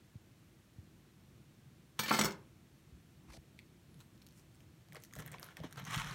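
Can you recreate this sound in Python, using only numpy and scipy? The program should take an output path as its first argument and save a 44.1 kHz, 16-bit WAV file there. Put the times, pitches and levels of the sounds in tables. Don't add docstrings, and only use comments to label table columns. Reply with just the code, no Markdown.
import sys
import numpy as np
from scipy import signal
from scipy.fft import rfft, irfft
from scipy.io import wavfile
from scipy.ndimage import uniform_filter1d

SR = 44100
rng = np.random.default_rng(int(sys.argv[2]) if len(sys.argv) > 2 else 0)


def rack_gain(trim_db):
    fader = np.asarray(trim_db, float)
    return 10 ** (fader / 20)


def generate_wav(sig):
    pcm = np.round(np.clip(np.atleast_2d(sig).T, -1, 1) * 32767).astype(np.int16)
    wavfile.write(sys.argv[1], SR, pcm)


N = 271038
TIME = np.arange(N) / SR
LIES_FLAT_S, FLAT_T60_S = 2.19, 0.072
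SCATTER_DB, MODE_SHIFT = 3, 0.012
PATCHY_DB = 1.3


def level(x, db):
    return x * rack_gain(db) / np.sqrt(np.mean(x ** 2))


def unit(x):
    return x / np.abs(x).max()


def add(out, s, x):
    i = int(s * SR)
    out[i:i + len(x)] += x[:len(out) - i]


def decay(t, t60_s):
    return 1000. ** (-t / t60_s)


def band(x, lo_hz, hi_hz):
    edges_hz = [lo_hz, min(hi_hz, 0.45 * SR)]
    return signal.sosfilt(signal.butter(2, edges_hz, "band", fs=SR, output="sos"), x)


def resonance(x, hz, width_hz):
    return band(x, hz - 0.5 * width_hz, hz + 0.5 * width_hz)


def walk(rate_hz):
    k = int(SR / rate_hz)
    held = np.repeat(rng.standard_normal(N // k + 1), k)
    return 1.3 * uniform_filter1d(uniform_filter1d(held, k), k)[:N]


def swell(s, db, length_s, rise_share=0.62, skirt_db=24.5):
    away = np.maximum((s - TIME) / rise_share, (TIME - s) / (1 - rise_share)) / length_s
    return rack_gain(db - skirt_db * away)


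def ring(x, hz, t60_s):
    pole = np.exp(2j * np.pi * hz / SR - np.log(1000) / (t60_s * SR))
    return signal.lfilter([1], [1, -pole], x + 1e-18).imag


def strike(table, push, favour_db, shift=0):
    bend = 1 + shift * rng.standard_normal(len(table))
    out = 0
    for (hz, db, t60_s), b, favour in zip(table, bend, favour_db):
        out = out + rack_gain(db + favour) * unit(ring(push, hz * b, t60_s))
    return out


def favour_spot(hz, spot_hz, octaves):
    return 8 * np.exp(-(np.log2(hz / spot_hz) / octaves) ** 2) + SCATTER_DB * rng.standard_normal(len(hz))


def rattle(t, ms):
    return rng.standard_normal(len(t)) * np.exp(-t / (ms / 1000)) * (1 - np.exp(-t / 0.00019))


# frequency in Hz, density in dB per Hz.
HOUSE_COLOUR = [(15, -55.5), (25, -32), (49, -9), (131, -0.5), (207, -6), (272, -11), (295, -11.5),
                (329, -7.5), (387, -16.5), (565, -22), (613, -21.5), (849, -25.5), (2380, -27),
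                (13900, -37.5), (16300, -40.5)]


def house(level_db=-62, flicker_db=1.5, calm_hz=400, hiss_top_hz=15850):
    hz = np.fft.rfftfreq(N, 1 / SR)[1:]
    colour_hz, colour_db = np.transpose(HOUSE_COLOUR)
    colour = rack_gain(np.interp(np.log(hz), np.log(colour_hz), colour_db))
    noise = np.append(0, colour * (hz < hiss_top_hz)) * rfft(rng.standard_normal(N))
    low_share = 1 / (1 + (np.append(0, hz) / calm_hz) ** 4)
    low = irfft(low_share * noise, N)
    hiss = irfft((1 - low_share) * noise, N)
    return level(low * rack_gain(flicker_db * walk(14)) + hiss, level_db)


# start in seconds, peak in dB, pitch in Hz, t60 in seconds.
GRIP_BUMPS = [(0.1545, -41.5, 120, 0.07), (0.7835, -42.5, 108, 0.08), (0.874, -53, 140, 0.06),
              (1.66, -53, 157.6, 0.23), (2.922, -50, 80, 0.12), (3.29, -50, 68.6, 0.13),
              (3.378, -50, 63, 0.043), (3.968, -53.5, 158, 0.2), (4.15, -52, 150, 0.079),
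              (5.598, -50, 78.5, 0.15), (5.639, -44, 201, 0.12), (5.641, -42, 300, 0.073),
              (5.968, -45, 110, 0.039), (2.234, -51, 64, .2), (5.96, -46, 50, .2), (6.06, -50, 55, .15),
              (5.16, -52, 60, .2), (2.558, -55, 110, .05), (2.868, -55, 120, .08)]


def bumps(sag=0.9, sag_ms=3.66, push_ms=3.0):
    out, t = np.zeros(N), TIME[:SR // 4]
    for s, db, hz, t60_s in GRIP_BUMPS:
        turns = np.cumsum(hz * (0.818 + sag * np.exp(-t / (sag_ms / 1000)))) / SR
        thump = np.sin(2 * np.pi * turns) * (1 - np.exp(-t / (push_ms / 1000))) * decay(t, t60_s)
        add(out, s, rack_gain(db) * unit(thump))
    return out


# centre in Hz, width in Hz, level in dB.
CRUMB_BODY = [(980, 300, 4), (1260, 320, 4), (1650, 500, 4), (2180, 700, 0), (3200, 540, -1.5),
              (4000, 550, -3.5), (5940, 2000, -10.5)]
# centre in Hz, width in Hz, level in dB.
BOARD_BOOM = [(137, 45, -1), (185, 23, -4), (271.2, 19.4, -12)]
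# peak time in seconds,
# level in dB, length in seconds, treble in dB, loaf body in dB.
RUB_STROKES = [(1.988, -63, .05, -8, -20), (4.012, -64.5, 0.079, -4, -13), (4.16, -78, 0.073, 2, -6),
               (4.39, -80, 0.2, 14, -5), (4.61, -80, 0.15, 1, 4), (4.967, -51.5, 0.065, -24, 1.5),
               (5.053, -73, .2, 7, -13), (5.168, -58, .04, -8, 0), (5.199, -51, 0.06, -4.5, 0),
               (5.225, -58, .05, -12, -4), (5.273, -60, 0.13, -13, -8), (5.347, -54, 0.14, -19, -3),
               (5.435, -57.5, 0.11, -8, -2.5), (5.465, -59, .06, -18, -12), (5.508, -59, 0.16, -13, -8),
               (5.58, -57, 0.04, -14, -10), (5.594, -56, .04, -20, 0), (5.647, -49, 0.05, -17, 0),
               (5.67, -58, .05, -20, -6), (5.722, -65, 0.25, -15, -7), (5.784, -49, 0.06, -15, -9),
               (5.799, -51, .05, -20, -7), (5.822, -59, .05, -20, -9), (5.875, -50, .07, -16, -17),
               (5.907, -45, 0.09, -12, -17), (5.947, -37, 0.1, -9, -18), (5.998, -42, 0.16, -9.5, -27),
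               (6.03, -47, .08, -21, -32), (6.075, -49, .15, -12, -15), (6.126, -46, 0.3, -14, -13)]
# peak time in seconds, level in dB, length in seconds.
BOARD_LEANS = [(3.97, -60, 0.39), (4.16, -53, 0.05), (4.393, -66, 0.17), (4.67, -66, 0.63),
               (4.948, -51.5, 0.16), (5.2, -46.5, 0.14), (5.29, -53, 0.41), (5.34, -51, 0.11),
               (5.432, -53, 0.18), (5.617, -43, 0.084), (5.783, -52, 0.28), (5.833, -55, 0.054),
               (5.89, -41, 0.12), (5.974, -37, 0.053), (6.064, -43, 0.037), (6.116, -47, 0.43)]


def crumb(grains_hz=3500, smooth=1.0, dulling=0.81, grain_db=1.8, drift_db=1.6):
    grain_gain = rack_gain(grain_db * np.minimum(rng.exponential(size=N), 3.5))
    grains = (rng.random(N) < grains_hz / SR) * rng.standard_normal(N) * grain_gain
    grains = (level(grains, 0) + smooth * rng.standard_normal(N)) * rack_gain(PATCHY_DB * walk(120))

    body, boom = 0, 0
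    for k, (hz, width_hz, db) in enumerate(CRUMB_BODY):
        body = body + (-1) ** k * rack_gain(drift_db * walk(45) + db) * resonance(grains, hz, width_hz)
    shake = rng.standard_normal(N) * rack_gain(PATCHY_DB * walk(25))
    for k, (hz, width_hz, db) in enumerate(BOARD_BOOM):
        boom = boom + (-1) ** k * rack_gain(db) * resonance(shake, hz, width_hz)
    body, boom = level(body, 0), level(boom, 0)

    loaf = -level(band(grains, 344, 724), 0)
    mid = level(band(grains, 2600, 4380) * rack_gain(drift_db * walk(60)), -17)
    treble = level(band(grains, 4500, 9500), -2)
    top = -level(band(grains, 9500, 16000), -5)

    out = boom * sum(swell(*lean) for lean in BOARD_LEANS)
    for s, db, length_s, treble_db, loaf_db in RUB_STROKES:
        top_db = treble_db - dulling * max(db + 54.0, 0) - 6 * (db < -72)
        rub = body + rack_gain(0.29 * (treble_db + 18.0)) * mid + rack_gain(treble_db) * treble
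        rub = rub + rack_gain(top_db) * top + rack_gain(loaf_db) * loaf
        out += swell(s, db, length_s) * rub
    return rack_gain(-3.0) * out


# start in seconds, peak in dB, pitch of the struck spot in Hz, blade treble in dB,
# rattle length in ms.
KNIFE_CONTACTS = [(1.9909, -17.5, 3790, -15.5, 3.9), (1.9958, -26.5, 4430, -10.5, 1.8),
                  (2.0324, -24.5, 4270, -17.5, 8.6), (2.0588, -26, 4480, -26, 15),
                  (2.081, -19, 4490, -30.5, 9), (2.0935, -22.5, 4270, -17.5, 4.9),
                  (2.1135, -21, 4500, -23.5, 3), (2.1245, -24.5, 7280, -14, 8.7),
                  (2.138, -20.5, 4460, -20.5, 7.9), (2.1442, -22, 4630, -14.5, 5),
                  (2.1649, -25, 4520, -16, 17), (2.188, -16.5, 3700, -21, 5.6),
                  (2.1919, -24.5, 6040, -2.5, 4.3), (2.2115, -12, 6000, -18.5, 3.9),
                  (2.221, -33.5, 5700, -3.5, 8.2), (2.237, -28, 5470, -11, 2.7),
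                  (2.2448, -25.5, 13200, -4.5, 2.4), (2.2539, -18, 4970, -14, 4.1),
                  (2.261, -40.5, 6800, 0.5, 6.9), (2.284, -31, 6720, -25, 4.3),
                  (2.3074, -31, 5270, -19, 2.7), (2.3202, -40, 5430, -12.5, 3.6)]
# frequency in Hz, level in dB, t60 in seconds.
BLADE_MODES = [(1600, -8, 0.046), (1760, -5.5, 0.081), (2150, -7.5, .06), (2296, -6, 0.062),
               (2909, -16.5, 0.04), (3100, -7.5, 0.12), (3430, -3.5, 0.04), (3723, -8.5, 0.046),
               (4050, -7, 0.11), (4350, -5.5, 0.09), (4520, -2, 0.054), (5100, -8, 0.2), (5420, 1.5, 0.04),
               (5880, -2.5, 0.084), (5950, -9.5, 0.04), (6370, -4, 0.063), (6760, -1, 0.05),
               (6880, -14, 0.12), (7840, -1, 0.04), (8660, -3.5, 0.056), (9170, -10.5, .06),
               (9940, -9.5, 0.07), (11600, -12, 0.089), (11960, -9.5, 0.07), (13200, -2.5, 0.027),
               (14700, -5.5, 0.08), (15670, -12, 0.065)]


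def blade(ring_db=-15.5, crack_db=-8, spot_octaves=0.0942):
    out, t, hz = np.zeros(N), TIME[:SR // 5], np.array(BLADE_MODES)[:, 0]
    for s, db, spot_hz, treble_db, ms in KNIFE_CONTACTS:
        tilt_db = (treble_db + 9.5) * np.minimum(hz / 6000, 1)
        favour_db = favour_spot(hz, spot_hz, spot_octaves) + tilt_db
        steel = strike(BLADE_MODES, rattle(t, ms), favour_db, MODE_SHIFT)
        flat_s = np.maximum(t + s - LIES_FLAT_S, 0) - max(s - LIES_FLAT_S, 0)
        steel = steel * decay(flat_s, FLAT_T60_S)
        grit = rattle(t, ms)
        crack = band(grit, 1300, 4850) + rack_gain(treble_db + 3.5) * band(grit, 5100, 11000)
        add(out, s, rack_gain(db) * (rack_gain(ring_db) * band(steel, 610, 17000) + rack_gain(crack_db) * crack))
    return out


# start in seconds, peak in dB, low centre in Hz, upper modes in dB.
COUNTER_THUDS = [(1.9914, -39.5, 875, -1.5), (1.994, -34, 190, -3), (2.034, -47, 197, 3.5),
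                 (2.063, -37.5, 194, -10.5), (2.084, -37, 191, -4), (2.1085, -26.5, 390, 2.5),
                 (2.1114, -30, 350, 1), (2.1133, -32.5, 1450, 7), (2.117, -31.5, 288, -8.5),
                 (2.136, -34.5, 372, -0.5), (2.144, -41.5, 2100, 10), (2.1898, -29, 1440, 1.5),
                 (2.194, -27, 303, -11.5), (2.204, -24.5, 245, -15), (2.211, -31, 174, -2.5),
                 (2.225, -33, 213, -1), (2.245, -23.5, 203, -13), (2.261, -45, 306, 6.5),
                 (2.287, -40, 238, -10)]
# frequency in Hz, level in dB, t60 in seconds.
COUNTER_MODES = [(199, -15.5, 0.12), (245, -8.5, 0.064), (303, -2.5, 0.046), (380, -3, 0.035),
                 (520, -7, 0.035), (589, -5, 0.047), (727, -16.5, 0.027), (884, -3, .035), (970, -6, 0.042),
                 (1063, -3, 0.0265), (1230, -3.5, 0.034), (1384, -5, 0.033), (1440, -7, 0.03),
                 (2096, -4, 0.03)]


def counter(ring_db=-8, wood_db=-11, wood_ms=12):
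    out, t, hz = np.zeros(N), TIME[:SR // 5], np.array(COUNTER_MODES)[:, 0]
    for s, db, spot_hz, upper_db in COUNTER_THUDS:
        tilt_db = (upper_db + 3.5) * np.clip(hz / 400 - 1, 0, 1)
        favour_db = favour_spot(hz, spot_hz, octaves=0.16) + tilt_db
        modes = band(strike(COUNTER_MODES, rattle(t, ms=2.2), favour_db, 2 * MODE_SHIFT), 150, 4400)
        wood = rack_gain(upper_db) * band(rattle(t, wood_ms), 480, 1700)
        add(out, s, rack_gain(db) * (rack_gain(ring_db) * modes + rack_gain(wood_db) * wood))
    return out


# frequency in Hz, level in dB, t60 in seconds.
TIP_MODES = [(4440, -46, 0.51), (5105, -44, 0.3), (8310, -53, 0.6), (13626, -50, .7), (15670, -55.5, .3),
             (11750, -50, .4), (14600, -50.5, 0.33), (7070, -56, 0.24)]
# start in seconds, level in dB.
TIP_HITS = [
    (1.992, 0),
    (2.112, 0),
]


def tip():
    out, t = np.zeros(N), TIME[:SR // 3]
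    for s, db in TIP_HITS:
        mute = decay(np.maximum(t + s - LIES_FLAT_S, 0), FLAT_T60_S)
        add(out, s, rack_gain(db) * mute * strike(TIP_MODES, rattle(t, ms=1.4), np.zeros(len(TIP_MODES))))
    return out


# time in seconds, level in dB.
DRAG_HISS = [
    (3.28, -80),
    (3.302, -64.5),
    (3.372, -58.5),
    (3.38, -88),
]
# peak time in seconds, level in dB, length in seconds, centre in Hz.
DRAG_RUBS = [(3.306, -57, 0.025, 1150), (3.312, -60, .03, 2050), (3.31, -62, .08, 330),
             (3.335, -63, .16, 1000), (3.34, -64, .15, 2300), (3.352, -61, .07, 700),
             (3.367, -55, 0.022, 680), (3.378, -57, .015, 720), (3.372, -63, .05, 1750),
             (3.374, -59, .07, 270)]


def scuff(rough_db=3.0):
    skin = rng.standard_normal(N) * rack_gain(rough_db * walk(150))
    hiss = level(band(skin, 3700, 6300) + 0.52 * band(skin, 4100, 10600), 0)
    out = hiss * rack_gain(np.interp(TIME, *np.transpose(DRAG_HISS), -140, -140))
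    for s, db, length_s, hz in DRAG_RUBS:
        rub = level(band(skin, hz / 1.32, hz * 1.14), 0)
        out += swell(s, db, length_s, rise_share=0.85) * rub
    return out


# start in
# seconds, snap peak in dB, snap pitch in Hz, loaf knock in dB re snap, knock pitch in Hz.
CRUST_CRACKS = [(3.5901, -52, 4540, 10, 2150), (3.943, -53, 10440, -4, 3540), (3.994, -55, 5960, -8, 3510),
                (4.004, -52, 7100, -2, 3700), (4.01, -54.5, 4190, -4.5, 1400),
                (4.022, -63, 3700, -9, 1450), (4.153, -58, 4600, -10, 1040), (4.177, -61, 13900, 2, 4550),
                (4.2174, -54, 9000, 0.5, 4000), (4.2208, -51, 5800, -8, 2500),
                (4.226, -60, 12500, -14, 3500), (4.245, -62, 11000, -10, 4000),
                (4.2657, -47, 11600, -4, 4140), (4.271, -52, 6500, -5, 3790),
                (4.287, -53, 13000, -1, 5520), (4.308, -58, 6000, 0, 3800), (4.324, -58, 12350, -1, 5500),
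                (4.376, -61, 9000, 1, 6240), (4.396, -57.5, 6060, -1, 4460),
                (4.5468, -57, 8500, -12, 1504), (4.5556, -55.5, 9100, -3, 5000),
                (4.605, -57, 6000, 1, 2780), (4.886, -51, 4110, -12, 815), (4.923, -52.5, 8380, 7, 1920),
                (4.9313, -46, 5500, -17, 1630), (4.9475, -42, 9800, -6, 1200),
                (4.9561, -42.5, 5100, 2, 1860), (4.9575, -62, 4000, 11.5, 607),
                (4.9663, -41.5, 4580, -7, 1940), (4.969, -65, 4000, 11, 610),
                (5.0013, -52, 9020, -12, 1200), (5.022, -51, 7360, -20, 1760),
                (5.037, -40.5, 5400, -25, 1560), (5.049, -46, 6400, -10, 1800),
                (5.11, -63, 2980, 6, 2010), (5.1268, -49, 7160, -4, 1240), (5.1361, -39, 6460, -5, 1770),
                   (5.1533, -39, 7600, -9, 1270), (5.1628, -43, 6200, -9, 1960),
                   (5.1645, -59.5, 4000, 11, 645), (5.1882, -37.5, 12600, -5, 1720),
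                   (5.1935, -44, 6340, -4, 1720), (5.2034, -37.5, 9280, -14, 840),
                   (5.2224, -49, 5300, 3, 2000), (5.2554, -50, 13300, -18, 802),
                   (5.262, -38, 13200, -8, 1690), (5.2768, -41.5, 9200, -6, 1830),
                   (5.282, -55.5, 4000, 11, 1730), (5.3167, -38.5, 9500, -14, 1500),
                   (5.3205, -41, 7460, -14, 2000), (5.331, -47.5, 7000, 1, 2000),
                   (5.341, -56, 4000, 13.5, 2280), (5.3449, -58, 5600, 17, 1010),
                   (5.3837, -51, 4100, 5, 2270), (5.3964, -41.5, 12200, -6, 1650),
                   (5.423, -45, 12000, -14, 1310), (5.429, -35.5, 5100, -6, 1250),
                   (5.4437, -38, 11400, -20, 1230), (5.453, -52, 11400, -2, 1640),
                   (5.4628, -47, 11700, -12, 1600), (5.4873, -53.5, 5500, 10, 1490),
                   (5.1945, -66, 4000, 8, 560), (5.346, -74, 4000, 0, 600), (5.431, -63, 4000, 9, 660),
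                (5.569, -38.5, 5200, -0.5, 1750), (5.588, -61, 4030, 4, 1000), (5.602, -52, 5180, -10, 3050),
               (5.602, -58, 4000, 12.5, 560), (5.636, -50.5, 5420, 8, 980), (5.646, -55, 5420, 0, 900),
               (5.6725, -66, 4170, -4, 1710), (5.71, -49, 8350, -11, 1450),
               (5.726, -38.5, 6160, -7.5, 1520), (5.759, -47, 4760, -2, 1450),
               (5.7719, -42.5, 7000, -6, 1390), (5.776, -44, 5260, 1, 1430), (5.785, -58, 5100, -2, 1200),
               (5.796, -47, 12600, -2, 960), (5.81, -56, 4160, -8, 1220), (5.8414, -48, 5420, -13, 1215),
               (5.851, -38, 5800, -20, 1770), (5.866, -44, 5900, -2, 1250), (5.876, -46, 3300, 3, 1690),
               (5.909, -38, 6800, -5, 1700), (5.9454, -37, 4000, 7.5, 2400), (5.947, -39, 3480, -5, 1440),
               (5.9602, -33, 6230, -16, 1780), (5.978, -30.5, 4030, -5, 1900), (6.004, -46, 6500, -4, 1500),
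               (6.0185, -43, 5200, 9, 2520), (6.045, -36.5, 3470, -3.5, 1500),
               (6.1111, -38.5, 4000, -2.5, 934)]
# centre in Hz, width in Hz, level in dB re knock.
CRUST_SHELL = [(3130, 600, -9), (5250, 800, -15)]


def crust(snap_ms=0.61, knock_ms=0.2, knock_width=1.15, dry_share=0.35, run_ms=7, splinter_db=-15):
    out, t = np.zeros(N), TIME[:SR // 25]
    for s, db, hz, knock_db, knock_hz in CRUST_CRACKS:
        a, b, spikes = rng.standard_normal((3, len(t)))
        a = a * spikes ** 2 * t * np.exp(-t / (snap_ms / 2000))
        b = b * spikes ** 2 * t * np.exp(-t / (knock_ms / 2000))
        for late, size in rng.random((4, 2)):
            for part in (a, b):
                add(part, late * run_ms / 1000, rack_gain(splinter_db * (0.5 + size)) * part[:SR // 400])
        snap = band(a, 0.87 * hz, 1.2 * hz) + 0.53 * band(a, 0.5 * hz, 2.72 * hz)
        knock = unit(band(b, knock_hz / knock_width, knock_width * knock_hz))
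        knock = knock + dry_share * unit(band(b, 650, 2160))
        for shell_hz, width_hz, shell_db in CRUST_SHELL:
            knock = knock + rack_gain(shell_db) * unit(resonance(b, shell_hz, width_hz))
        add(out, s, rack_gain(db) * (unit(snap) + rack_gain(knock_db) * unit(knock)))
    return out


# peak time in seconds, level in dB, length in seconds, start in Hz, end in Hz.
SKIN_SQUEAKS = [
    (3.918, -76, .12, 10600, 10700),
    (3.965, -80, .14, 10800, 11300),
    (4.038, -78, .14, 8400, 8400),
    (4.035, -79, .2, 12400, 12200),
    (4.075, -81, .08, 12100, 11000),
]


def squeaks(wobble=0.004):
    unsteady, out = 1 + wobble * walk(200), np.zeros(N)
    for s, db, length_s, from_hz, to_hz in SKIN_SQUEAKS:
        hz = unsteady * np.interp(TIME, [s - length_s / 2, s + length_s / 2], [from_hz, to_hz])
        out += swell(s, db, length_s, rise_share=0.43) * np.sin(2 * np.pi / SR * np.cumsum(hz))
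    return out


# frequency in Hz, t60 in seconds.
ROOM_T60 = [(150, 0.38), (500, 0.39), (2000, 0.28), (6000, 0.15), (14000, 0.13)]


def room(x, gap_ms=2.8):
    t, tail = TIME[:int(0.7 * SR)], 0
    room_hz, room_t60_s = np.transpose(ROOM_T60)
    for hz in 90 * 2 ** np.arange(0, 7.6, 0.5):
        t60_s = np.interp(np.log(hz), np.log(room_hz), room_t60_s)
        tail = tail + band(rng.standard_normal(len(t)), hz / 1.19, hz * 1.19) * decay(t, t60_s)
    tail = tail * (1 - np.exp(-t / (gap_ms / 1000)))
    return signal.fftconvolve(x, tail / np.sqrt(np.sum(tail ** 2)))[:N]


def scene():
    knife = blade() + tip() + counter()
    bread = crust() + crumb()
    wet = room(rack_gain(-7.0) * knife + rack_gain(-13.0) * bread)
    return (knife + bread + wet + squeaks() + scuff() + bumps() + house())[None]


def low_pass(x):
    return signal.sosfilt(signal.butter(12, 16460, fs=SR, output="sos"), x)


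# centre in Hz, width in Hz, share taken out.
PORT_DIPS = [(4900, 195, 0.56), (10480, 620, 0.33)]


def record(dry):
    x = signal.sosfilt(signal.butter(4, 36, "high", fs=SR, output="sos"), dry)
    x = signal.sosfilt(signal.cheby2(12, 30, 16300, fs=SR, output="sos"), x)
    for hz, width_hz, share in PORT_DIPS:
        x = x - share * signal.lfilter(*signal.iirpeak(hz, hz / width_hz, fs=SR), x)
    return low_pass(x)


dry = scene()
out = record(dry)
generate_wav(out)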